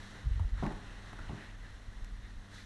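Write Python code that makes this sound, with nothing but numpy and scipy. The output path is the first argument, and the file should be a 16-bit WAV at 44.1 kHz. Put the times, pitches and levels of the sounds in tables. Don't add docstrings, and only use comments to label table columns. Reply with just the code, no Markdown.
import sys
import numpy as np
from scipy import signal
from scipy.fft import rfft, irfft, next_fast_len
from scipy.io import wavfile
from scipy.ndimage import uniform_filter1d

SR = 44100
rng = np.random.default_rng(int(sys.argv[2]) if len(sys.argv) > 2 else 0)


def inscribe(sig):
    pcm = np.round(np.clip(np.atleast_2d(sig).T, -1, 1) * 32767)
    wavfile.write(sys.argv[1], SR, pcm.astype(np.int16))


N = 116865
T = np.arange(N) / SR

# pitch_hz, relative_db
HISS_COLOUR = [(130, 10.5), (280, 3.5), (420, 2.5), (650, 0.5), (1100, 1), (1500, 2.5), (1950, 5.5),
               (2300, -7), (2900, -5.5), (3500, -5), (4100, -3.5), (4800, -18), (5700, -11.5), (7500, -18),
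               (9500, -20.5), (12000, -36)]
# time_s, level_db
HISS_LEVELS = [(0, -53), (.17, -52.5), (.27, -55.5), (.53, -58), (.6, -51), (.78, -53.5), (.95, -52.5),
               (1.1, -53.5), (1.27, -54), (1.43, -52), (1.56, -59), (1.66, -55.5), (1.9, -58.5), (2.0, -56),
               (2.16, -60), (2.25, -56.5), (2.36, -59.5), (2.47, -59), (2.6, -55.5), (2.65, -63.5)]
# pitch_hz, level_db
HUM_TONES = [(100.3, -58), (199.2, -64.5), (242, -72.5), (292, -72)]
# time_s, gain_db
HUM_GAINS = [(0, 2.5), (.9, 1.5), (1.3, -2.5), (1.6, -2), (2.3, 0.5), (2.65, 4)]
# pitch_hz, relative_db
RUMBLE_COLOUR = [(10, -16), (25, 4), (42, 9.5), (60, -5.5), (85, -12.5), (130, -47), (220, -16.5),
                 (400, -46.5)]
# pitch_hz, relative_db
MIC_COLOUR = [(2000, 2.5), (6000, 2.5), (11000, -14)]
# peak_s, rise_s, fall_s, level_db
CLOTH_BRUSHES = [(0.04, 0.087, 0.15, -59), (1.025, 0.02, 0.14, -67), (2.555, 0.041, 0.13, -56)]
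# pitch_hz, relative_db
CLOTH_COLOUR = [(500, -12), (1300, 4.5), (1850, 11.5), (2400, -12), (3300, 4), (4050, 7.5), (4900, -2.5),
                (5800, 0), (8000, -8), (12000, -15.5)]
# start_s, level_db, pitch_hz
BODY_THUMPS = [(0.239, -33.5, 62.7), (.25, -33, 121.8), (0.258, -23.5, 54.7), (.307, -23, 45.5),
               (0.355, -27, 57.4), (0.399, -23.5, 84.8), (0.442, -25, 41.7), (.518, -25, 43.5),
               (0.564, -35.5, 55), (0.592, -32.5, 53.6), (0.664, -32.5, 38), (0.726, -36, 37),
               (1.194, -37.5, 33), (1.263, -37, 34), (1.292, -39, 59.6), (1.734, -38, 46),
               (1.876, -39, 35.2), (1.956, -40, 38), (2.015, -31.5, 33.3), (2.12, -38.5, 34),
               (2.174, -38, 40), (2.232, -38, 40.3), (2.362, -34, 32.5)]
# pitch_hz, relative_db
RUB_COLOUR = [(40, -52), (90, 21), (140, -8.5), (200, -11), (400, -62), (1000, -60)]
# start_s, level_db, pitch_hz, width_octaves
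WOOD_CRACKS = [(0.333, -56, 2300, 0.38), (0.396, -46, 820, 0.25), (.636, -44, 1550, 0.29),
               (0.665, -44.5, 1690, 0.17), (1.129, -50, 1310, 0.39), (1.1884, -42, 1460, 0.16)]
# middle_s, half_length_s, level_db, pitch_hz, width_octaves
SOLE_SCUFFS = [(0.589, 0.025, -56, 1350, .25), (0.918, 0.11, -66.5, 2640, 0.15),
               (1.292, 0.036, -62.5, 2750, 0.15), (1.385, 0.05, -65, 2650, 0.1),
               (1.423, 0.048, -56, 1730, 0.23), (1.495, 0.027, -62.5, 2340, .3),
               (1.649, 0.038, -61.5, 1750, 0.17), (2.248, 0.02, -60.5, 1900, 0.11),
               (2.253, 0.031, -68, 3700, 0.038), (2.607, 0.043, -60.5, 1890, 0.22)]
# start_s, boom_db, clack_db, contact_ms
BOARD_KNOCKS = [(.625, -43, -34, .5), (.630, -31, -38.5, 1.8), (.651, -35, -38, 1.8),
                (.664, -40, -42.5, .5), (.679, -54, -48.5, 1), (0.701, -43, -49, .5), (1.128, -55, -53, .5),
                (1.188, -50.5, -51, .5), (1.294, -36.5, -48, 5.1), (1.305, -55, -46.5, 1.5),
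                (1.321, -34, -61, 8.8), (1.37, -44.5, -62, 2.4)]
# pitch_hz, relative_db, ring_s
FLOOR_TONES = [(113.8, 2, 0.22), (157.8, 4, 0.18), (208.6, 4, 0.216), (237.8, -6.5, 0.24),
               (271, -10.5, 0.26), (303.8, -2.5, 0.19), (324, -14, 0.33), (376, -13.5, 0.35),
               (410, -11.5, 0.48), (611, -8, 0.13), (716, -15, 0.15), (848, -8, 0.22), (874, -9, 0.14),
               (1110, -3, 0.25)]
# pitch_hz, relative_db
CLACK_COLOUR = [(120, 5), (200, 9.5), (340, 8), (460, -2.5), (600, -1), (740, 4), (1050, 1), (1400, -12),
                (2000, -29), (2600, -39), (5000, -28), (11000, -57)]
# start_s, level_db
CLOSE_TICKS = [(0.723, -47), (2.046, -44.5)]
# pitch_hz, relative_db
TICK_COLOUR = [(800, 0), (2200, -5), (5000, -2), (11000, -9)]

ROOM_RING_S = 0.52


def undb(db):
    return 10 ** (np.asarray(db) / 20)


def unit(x):
    return x / np.sqrt(np.mean(x ** 2))


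def noise(colour):
    hz, db = np.array(colour, float).T
    size = next_fast_len(N)
    pitches = np.maximum(np.fft.rfftfreq(size, 1 / SR), 1)
    gains = undb(np.interp(np.log(pitches), np.log(hz), db))
    return unit(irfft(rfft(rng.standard_normal(size)) * gains, size)[:N])


def band(hz, octaves):
    pitches = np.geomspace(20, SR / 2, 60)
    distance = np.log2(pitches / hz) / octaves
    return noise(np.c_[pitches, -20 * np.log10(1 + distance ** 2 / 2)])


def wobble(rate_hz):
    hold = int(SR / rate_hz)
    values = rng.standard_normal(256)
    return unit(uniform_filter1d(values[np.arange(N) // hold % len(values)], hold))


def fade(ring_s):
    return np.exp(-np.log(1000) * T / ring_s)


def struck(ring_s, rise_s=0.0016):
    return np.sin(np.pi / 2 * np.minimum(T / rise_s, 1)) ** 2 * fade(ring_s)


def at(start_s, sound):
    return np.r_[np.zeros(max(int(start_s * SR), 0)), sound][:N]


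def rain_hiss(flicker_db=0.83):
    level_db = np.interp(T, *np.array(HISS_LEVELS).T)
    return noise(HISS_COLOUR) * undb(level_db + flicker_db * wobble(39.66))


def mains_hum(waver_db=1.66, drift_radians=0.75):
    hum = np.zeros(N)
    for hz, db in HUM_TONES:
        height = np.sqrt(2) * undb(db + waver_db * wobble(8.12))
        hum += height * np.sin(2 * np.pi * hz * T + drift_radians * wobble(6.46))
    return hum * undb(np.interp(T, *np.array(HUM_GAINS).T))


def building_rumble(level_db=-50.5):
    return undb(level_db) * noise(RUMBLE_COLOUR)


def microphone_noise(level_db=-70.5):
    return undb(level_db) * noise(MIC_COLOUR)


def clothes(grain_db=0.74):
    swell = sum(undb(db) * np.exp(-((T - peak) / np.where(T < peak, rise, fall)) ** 2)
                for peak, rise, fall, db in CLOTH_BRUSHES)
    return swell * noise(CLOTH_COLOUR) * undb(grain_db * wobble(83))


def thumps(rise_s=0.014, sharpness=1.76, rub_db=-16):
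    age = T / rise_s
    swell = (age * np.exp(1 - age)) ** sharpness
    tones = sum(at(start, undb(db) * swell * np.sin(2 * np.pi * hz * T))
                for start, db, hz in BODY_THUMPS)
    pressure = sum(at(start, undb(db) * swell) for start, db, _ in BODY_THUMPS)
    return tones + undb(rub_db) * pressure * noise(RUB_COLOUR)


def cracks(ring_s=0.029, room_db=-13):
    tail = fade(ring_s) + undb(room_db) * struck(ROOM_RING_S)
    return sum(at(start, undb(db) * band(hz, octaves) * tail) for start, db, hz, octaves in WOOD_CRACKS)


def scuffs(grain_db=1):
    drag = sum(undb(db) * np.exp(-((T - middle) / half_length) ** 2) * band(hz, octaves)
               for middle, half_length, db, hz, octaves in SOLE_SCUFFS)
    return drag * undb(grain_db * wobble(160))


def floor_boom(contact_ms):
    boom = np.zeros(N)
    for k, (hz, db, ring_s) in enumerate(FLOOR_TONES):
        direction = (-1) ** k
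        height = undb(db) / np.hypot(1, hz * contact_ms / 1000)
        boom += direction * height * struck(ring_s) * np.sin(2 * np.pi * hz * T)
    return boom / 2


def board_knocks(clack_ring_s=0.056, room_db=-6):
    tail = struck(clack_ring_s) + undb(room_db) * struck(ROOM_RING_S)
    knocks = np.zeros(N)
    for start, boom_db, clack_db, contact_ms in BOARD_KNOCKS:
        clack = undb(clack_db) * noise(CLACK_COLOUR) * tail
        knocks += at(start, undb(boom_db) * floor_boom(contact_ms) + clack)
    return knocks


def ticks(ring_s=0.0045):
    return sum(at(start, undb(db) * noise(TICK_COLOUR) * fade(ring_s)) for start, db in CLOSE_TICKS)


def scene():
    background = rain_hiss() + mains_hum() + building_rumble() + microphone_noise()
    return (background + clothes() + thumps() + cracks() + scuffs() + board_knocks() + ticks())[None]


def record(dry):
    top_hz = 11750
    return signal.sosfilt(signal.ellip(10, .2, 70, top_hz, fs=SR, output="sos"), dry)


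dry = scene()
out = record(dry)
inscribe(out)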